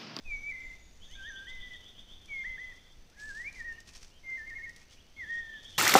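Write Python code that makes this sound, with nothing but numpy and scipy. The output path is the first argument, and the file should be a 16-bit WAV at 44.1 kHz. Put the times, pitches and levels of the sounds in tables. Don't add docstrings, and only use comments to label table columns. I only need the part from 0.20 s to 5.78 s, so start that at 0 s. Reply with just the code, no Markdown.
import sys
import numpy as np
from scipy import signal
from scipy.fft import rfft, irfft, next_fast_len
from scipy.io import wavfile
from scipy.ndimage import uniform_filter1d

SR = 44100
rng = np.random.default_rng(int(sys.argv[2]) if len(sys.argv) > 2 else 0)


def master(y):
    cut = np.clip(np.atleast_2d(y).T, -1, 1)
    pcm = np.round(cut * 32767)
    wavfile.write(sys.argv[1], SR, pcm.astype(np.int16))


N = 246057
TIME = np.arange(N) / SR


def from_db(db):
    return 10 ** (np.asarray(db) / 20)


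def rms_one(x):
    return x / np.sqrt(np.mean(x ** 2) + 1e-20)


def envelope(rows):
    s, db = np.transpose(rows)
    return from_db(np.interp(TIME, s, db))


def wander(window_samples, count=N):
    return rms_one(uniform_filter1d(rng.standard_normal(count), size=int(window_samples)))


def colour(x, spectrum):
    hz, db = np.transpose(spectrum)
    size = next_fast_len(N + SR // 2)
    grid_hz = np.maximum(np.fft.rfftfreq(size, 1 / SR), 1)
    gain = from_db(np.interp(np.log(grid_hz), np.log(hz), db))
    cepstrum = irfft(np.log(gain), size)
    cepstrum[1:size // 2] *= 2
    cepstrum[size // 2 + 1:] = 0
    response = np.exp(rfft(cepstrum))
    return irfft(rfft(x, size) * response / np.sqrt(np.mean(abs(response) ** 2)), size)[:N]


def narrow_noise(hz, width_hz):
    offset = (np.fft.rfftfreq(N, 1 / SR) - hz) / (width_hz / 2)
    return rms_one(irfft(rfft(rng.standard_normal(N)) / (1 + offset ** 2), N))


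def trunks(x, direct_db, echo_db, t60_s):
    t = TIME[:SR * 3 // 2]
    echoes = rng.standard_normal(len(t)) * from_db(-60 * t / t60_s) * (1 - np.exp(-t / .0062))
    echoes /= np.sqrt(np.sum(echoes ** 2))
    return from_db(direct_db) * x + from_db(echo_db) * signal.fftconvolve(x, echoes)[:N]


def foliage(x, direct_db, spread_s, echo_db, t60_s):
    t = TIME[:SR * 3 // 2]
    smear = rms_one(np.exp(-t / spread_s))
    tail = from_db(echo_db) * rms_one(from_db(-60 * t / t60_s))
    scatter = rng.standard_normal(len(t)) * np.hypot(smear, tail) / np.sqrt(len(t))
    return from_db(direct_db) * x + signal.fftconvolve(x, scatter)[:N]


def whistle(rows, edge_s, jitter, harmonics=((1, 0),)):
    s, hz, db = np.transpose(rows)
    s = np.sort(s)
    span = slice(*np.searchsorted(TIME, [s[0] - edge_s, s[-1] + edge_s]))
    t, out = TIME[span], np.zeros(N)
    pitch_hz = uniform_filter1d(np.interp(t, s, hz), size=100) * (1 + jitter * wander(200, len(t)))
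    phase = 2 * np.pi * np.cumsum(pitch_hz) / SR
    tone = sum(from_db(part_db) * np.sin(k * phase) for k, part_db in harmonics)
    gate = np.sin(np.pi / 2 * np.clip(np.minimum(t - t[0], t[-1] - t) / edge_s, 0, 1)) ** 2
    out[span] = np.sqrt(2) * gate * from_db(np.interp(t, s, db)) * tone
    return out


# frequency in Hz, relative noise density in dB.
AIR_SPECTRUM = [(25, 1.5), (60, 10.5), (85, 5.5), (115, 0), (190, 1), (330, -4), (600, -7), (1200, -12.5),
                (2500, -11), (4500, -17), (6300, -23.5), (7500, -30.5), (10000, -28.5), (15500, -28.5)]
# centre in Hz, width in Hz, level in dB re base_db.
DRONE_BANDS = [(92.2, 10, -5), (4580, 600, -12.5), (5980, 110, -10.5), (6100, 300, -11), (7650, 9.4, -25)]
# time in seconds, level in dB.
CHORUS_ENVELOPE = [(0, -70.5), (.3, -71), (.65, -68.5), (1.0, -83.5), (2.8, -78.5), (5.58, -83.5)]

def background(base_db):
    air = from_db(6.5) * colour(rng.standard_normal(N), AIR_SPECTRUM)
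    drones = sum(from_db(db) * narrow_noise(hz, width_hz) for hz, width_hz, db in DRONE_BANDS)
    chorus = envelope(CHORUS_ENVELOPE) * narrow_noise(hz=3575, width_hz=280)
    return from_db(base_db) * (air + drones) + chorus


# frequency in Hz, relative noise density in dB.
EDDY_SPECTRUM = [(4, -9), (12, 0), (20, 0), (30, -11), (45, -13), (65, -18.5), (100, -33.5), (200, -55)]
# peak time in seconds, rise in dB.
DRAUGHT_PUFFS = [(.07, 10), (.18, 6.5), (.95, 11), (1.4, 11.5), (2.31, 6.5), (3.39, 7), (3.84, 6.5),
                 (4.31, 7)]
# time in seconds, base level in dB.
DRAUGHT_ENVELOPE = [(0, -51), (1.2, -51.5), (2.5, -55.5), (4.3, -55), (4.6, -61), (5.58, -59)]

def draught(puff_s=.053, waver_db=3, waver_s=.1):
    drift_db = waver_db * wander(waver_s * SR)
    puffs_db = sum(db * np.exp(-((TIME - s) / puff_s) ** 2) for s, db in DRAUGHT_PUFFS)
    eddies = colour(rng.standard_normal(N), EDDY_SPECTRUM)
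    rumble = signal.sosfilt(signal.butter(2, 200, fs=SR, output="sos"), eddies)
    return envelope(DRAUGHT_ENVELOPE) * from_db(drift_db + puffs_db) * rms_one(rumble)


# time in seconds, level in dB.
SIZZLE_ENVELOPE = [(2.97, -110), (3.02, -65), (3.12, -71), (3.22, -72), (3.3, -87), (3.4, -110)]

def sizzle():
    return envelope(SIZZLE_ENVELOPE) * narrow_noise(hz=7840, width_hz=830)


# time in seconds, relative level in dB.
TWIG_SNAPS = [(.912, -44), (2.0583, -43), (2.899, -47), (3.327, -41), (3.525, -44), (3.603, -37.5),
              (3.768, -42), (3.828, -44.5), (4.494, -41.5), (4.5622, -36), (5.153, -47)]

def snaps(level_db=-8.5, decay_s=.0036, ticks_per_s=1.2, tick_db=-54, brightness=.62):
    strikes = (rng.random(N) < ticks_per_s / SR) * from_db(tick_db + 2 * rng.standard_normal(N))
    for s, db in TWIG_SNAPS:
        strikes[int(s * SR)] += from_db(db)
    decays = signal.lfilter([1], [1, -np.exp(-1 / (decay_s * SR))], strikes + 1e-18)
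    bursts = from_db(level_db) * decays * rng.standard_normal(N)
    return signal.lfilter([1, -brightness], [1], bursts)


# start in seconds, length in seconds, relative level in dB.
ANIMAL_SHUFFLES = [(1.28, .036, -68), (2.96, 0.36, -65), (2.986, 0.058, -61.5), (3.321, 0.11, -66),
                   (3.658, 0.047, -60.5), (3.66, 0.27, -65), (3.734, 0.039, -58), (3.824, 0.036, -61),
                   (4.288, .02, -69), (4.559, .1, -65.5), (4.693, 0.086, -65), (5.078, .14, -73),
                   (5.4, .36, -65.5), (5.428, 0.027, -63)]
# frequency in Hz, relative gain in dB.
LEAF_SPECTRUM = [(500, -11.5), (1500, -7), (2800, -3), (4000, -1.5), (5500, 2.5), (6500, -0.5),
                 (7300, -6.5), (8500, -9), (10500, -17), (13000, -24), (16000, -32.5)]

def leaves(cracks_per_s=3000, stir_db=-70.5, spread_db=2, clump_db=2.5):
    pressure = from_db(stir_db)
    for s, length_s, db in ANIMAL_SHUFFLES:
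        pressure = pressure + from_db(db) * np.sin(np.pi * np.clip((TIME - s) / length_s, 0, 1))
    clumps = from_db(clump_db * wander(250))
    sizes = from_db(spread_db * np.minimum(rng.exponential(1, N), 4)) * rng.choice([-1, 1], N)
    cracks = pressure * rms_one(clumps * sizes * (rng.random(N) < cracks_per_s / SR))
    return trunks(colour(cracks + snaps(), LEAF_SPECTRUM), direct_db=2, echo_db=-8.5, t60_s=.1)


def glides(rows, jitter, taper_db):
    out = np.zeros(N)
    for s, length_s, first_hz, last_hz, db in rows:
        middle = (s + length_s / 2, np.sqrt(first_hz * last_hz), db)
        curve = [(s, first_hz, db - taper_db), middle, (s + length_s, last_hz, db - taper_db)]
        out += whistle(curve, edge_s=.008, jitter=jitter)
    return out


# start and length in seconds, first and last pitch in Hz, relative level in dB.
THIN_WHISTLES = [(.04, 0.038, 6250, 6180, -67), (.145, 0.054, 6100, 5900, -61.5),
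                 (.39, 0.11, 7250, 6780, -68), (.59, 0.066, 6780, 6610, -59), (.72, 0.21, 6980, 6600, -68),
                 (.82, 0.11, 6500, 6160, -61), (.95, 0.14, 6740, 6130, -69.5),
                 (1.055, 0.091, 6170, 5920, -59)]
DISTANT_CALLS = [(3.47, 0.13, 2550, 3000, -68), (3.66, 0.051, 2650, 2320, -66),
                 (3.91, 0.068, 2850, 3220, -65), (4.69, 0.037, 2850, 3280, -62.5),
                 (4.765, 0.036, 2450, 3230, -60.5), (4.87, 0.042, 3050, 3220, -66.5)]
NEAR_SWEEPS = [(.878, 0.12, 1693, 2668, -63), (2.92, 0.077, 1380, 2320, -65.5),
               (4.085, .045, 1314, 1790, -69), (4.56, 0.092, 1843, 2750, -67)]

def small_birds():
    thin = glides(THIN_WHISTLES, jitter=.011, taper_db=5)
    calls = glides(DISTANT_CALLS, jitter=.035, taper_db=4)
    sweeps = glides(NEAR_SWEEPS, jitter=.005, taper_db=5)
    return (from_db(-5) * foliage(thin, direct_db=-10, spread_s=.035, echo_db=0, t60_s=.9)
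            + from_db(1) * foliage(calls, direct_db=-22, spread_s=.03, echo_db=-2, t60_s=.6)
            + trunks(sweeps, direct_db=0, echo_db=-9, t60_s=.7))


# time in seconds, relative level in dB.
TWITTER_RUNS = [
    [(1.95, -65), (2.2, -63.5), (2.42, -64), (2.6, -67.5), (2.76, -64)],
    [(4.95, -68), (5.1, -61.5), (5.35, -63.5), (5.58, -60)],
]

def twitter(notes_per_s=24, note_s=.0289, low_hz=3180, high_hz=3575):
    out = np.zeros(N)
    for run in TWITTER_RUNS:
        times_s, levels_db = np.transpose(run)
        for s in np.arange(times_s[0], times_s[-1] - .03, 1 / notes_per_s):
            db = np.interp(s, times_s, levels_db) + rng.standard_normal()
            detune = 1 + rng.normal(0, .017)
            curve = [(s, low_hz * detune, db), (s + note_s, high_hz * detune, db)]
            out += whistle(curve, edge_s=.0061, jitter=.0066)
    return from_db(-.5) * foliage(out, direct_db=-15, spread_s=.018, echo_db=-1, t60_s=.63)


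# time into the note in seconds, pitch in Hz, relative level in dB.
SERIES_NOTE = [(0, 2947, -10), (.014, 3088, -1.5), (.032, 3408, 3), (.048, 3640, -3.5), (0.058, 3710, -9.5)]
SERIES_STARTS_S = [.802, 5.324]

def series_bird(level_db, count=10, first_gap_s=.102, steady_gap_s=.123):
    k = np.arange(count)
    gaps_s = steady_gap_s + (first_gap_s - steady_gap_s) * np.exp(-k / 1.4)
    levels_db = level_db - 5 * np.exp(-k / .95) - 3 * (k / k[-1]) ** 3
    out = np.zeros(N)
    for start_s in SERIES_STARTS_S:
        for s, db in zip(start_s + np.cumsum(gaps_s) - gaps_s, levels_db):
            if s < TIME[-1]:
                note = whistle(np.array(SERIES_NOTE) + [s, 0, db], edge_s=.005, jitter=.0078)
                out += foliage(note, direct_db=-7, spread_s=.04, echo_db=1, t60_s=.8)
    return out


def lead_note(start_s, end_s, first_hz, held_hz, db, settle_s=.055, swell_s=.038, release_s=.009):
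    t = np.linspace(0, end_s - start_s, 60)
    hz = held_hz + (first_hz - held_hz) * np.exp(-t / settle_s)
    shape_db = -20.5 * np.exp(-t / swell_s) - 8 * np.exp((t - t[-1]) / release_s)
    return np.c_[start_s + t, hz, db + shape_db]


def scoop(start_s, end_s, first_hz, held_hz, drop_hz, db, fade_db):
    bend_s, attack_s, sag_hz_per_s = .014, .0051, 305
    t = np.linspace(0, end_s - start_s, 60)
    leap_hz = held_hz + (first_hz - held_hz) * np.exp(-t / bend_s)
    fall_hz = sag_hz_per_s * t + drop_hz * np.exp((t - t[-1]) / bend_s)
    shape_db = -24.5 * np.exp(-t / attack_s) - fade_db * t / t[-1]
    return np.c_[start_s + t, leap_hz - fall_hz, db + shape_db]


def quaver(start_s=.32, end_s=.546, centre_hz=2062, rate_hz=31, depth_hz=42, db=-43.5, fade_db=5):
    t = np.linspace(0, end_s - start_s, 60)
    hz = centre_hz - depth_hz * np.sin(2 * np.pi * rate_hz * t)
    return np.c_[start_s + t, hz, db - fade_db * t / t[-1]]


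def warble(start_s=4.178, flips_start_s=4.267, flip_s=.0393, low_hz=1761, high_hz=2090):
    climb_hz_per_s, cup_hz = 266, 114
    along = np.linspace(0, .92, 60)
    cup = (2 * along - 1) ** 2
    cupped_hz = low_hz + cup_hz * cup
    curves = [np.c_[start_s + .081 * along, cupped_hz, -42 - 7.5 * along]]
    for k in range(6):
        s = flips_start_s + flip_s * (k + along)
        climb_hz = climb_hz_per_s * (s - start_s)
        low = np.c_[s, cupped_hz + climb_hz, np.full_like(s, -45)]
        high = np.c_[s, high_hz + climb_hz, -41 - 11.5 * cup]
        curves.append(low if k % 2 else high)
    return curves


# time in seconds, pitch in Hz, relative level in dB.
SLUR_CURVES = [
    [(0.05, 2583, -60), (0.064, 2547, -53.5), (0.122, 2299, -34.5), (0.178, 2234, -43), (0.206, 2307, -57),
     (0.212, 2207, -53.5), (0.278, 2317, -36.5), (0.298, 2336, -37), (0.324, 2140, -44.5)],
    [(0.955, 1610, -58.5), (1.013, 1561, -46), (1.041, 1582, -46), (1.079, 1853, -44.5), (1.095, 1844, -46),
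     (1.105, 1654, -42.5), (1.129, 1573, -49), (1.207, 1564, -47), (1.26, 1626, -52)],
    [(2.97, 1640, -59.5), (3.026, 1708, -45.5), (3.082, 1758, -45), (3.114, 1598, -41.5),
     (3.13, 1602, -50.5), (3.208, 1912, -38), (3.228, 1955, -46.5), (3.28, 2363, -38), (3.305, 2458, -57)],
    [(3.36, 2075, -50), (3.372, 2070, -51), (3.414, 1844, -40), (3.432, 1783, -53.5), (3.454, 1897, -39.5),
     (3.528, 1815, -41.5), (3.54, 1803, -54), (3.554, 1835, -53), (3.56, 1873, -61)],
    [(4.968, 2186, -56.5), (4.996, 2140, -42), (5.04, 1830, -40), (5.058, 1684, -52), (5.104, 1860, -36.5),
     (5.198, 1865, -36.5), (5.248, 1806, -47), (5.358, 1768, -45.5), (5.403, 1686, -57)],
]
# start and end in seconds, first and held pitch in Hz, relative level in dB.
THRUSH_LEADS = [(2.085, 2.235, 2364, 2088, -35), (4.037, 4.184, 2126, 2080, -36)]
# start and end in seconds, first pitch, held pitch and drop in Hz, relative level and
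# fade in dB.
THRUSH_SCOOPS = [(1.262, 1.402, 1668, 2066, 19, -46, 2.5), (1.417, 1.494, 1958, 2009, 30, -45.5, 7),
                 (1.501, 1.556, 1987, 2024, 100, -45, 4), (2.238, 2.363, 1589, 2086, 26, -37.5, 4.5),
                 (2.374, 2.528, 1528, 2054, 153, -39.5, 9.5)]
# harmonic number, gain in dB.
THRUSH_PARTIALS = [(1, 0.5), (2, -38), (3, -35.5), (4, -53.5)]

def thrush(flutter_db=1.23, flutter_s=.018):
    leads = [lead_note(*row) for row in THRUSH_LEADS]
    scoops = [scoop(*row) for row in THRUSH_SCOOPS]
    curves = SLUR_CURVES + leads + scoops + [quaver()] + warble()
    song = sum(whistle(curve, edge_s=.005, jitter=.0035, harmonics=THRUSH_PARTIALS) for curve in curves)
    flutter = from_db(flutter_db * wander(flutter_s * SR))
    return trunks(song * flutter, direct_db=-.93, echo_db=-12.5, t60_s=.75)


def scene():
    birds = thrush() + series_bird(level_db=-53) + twitter() + small_birds()
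    return (birds + leaves() + sizzle() + background(base_db=-66.5) + draught())[None]


def noise_suppressor(x, threshold_db=-56.5, knee_db=2.5, depth_db=3, window_s=.03):
    sidechain = signal.sosfilt(signal.butter(2, 800, "high", fs=SR, output="sos"), x)
    power = abs(uniform_filter1d(sidechain ** 2, size=int(window_s * SR)))
    level_db = 10 * np.log10(power + 1e-20)
    quiet = .5 - .5 * np.tanh((level_db - threshold_db) / knee_db)
    return x * from_db(-depth_db * quiet)


def record(dry):
    lowpass = signal.ellip(10, .1, 70, 15500, fs=SR, output="sos")
    return signal.sosfilt(lowpass, noise_suppressor(dry))


dry = scene()
out = record(dry)
master(out)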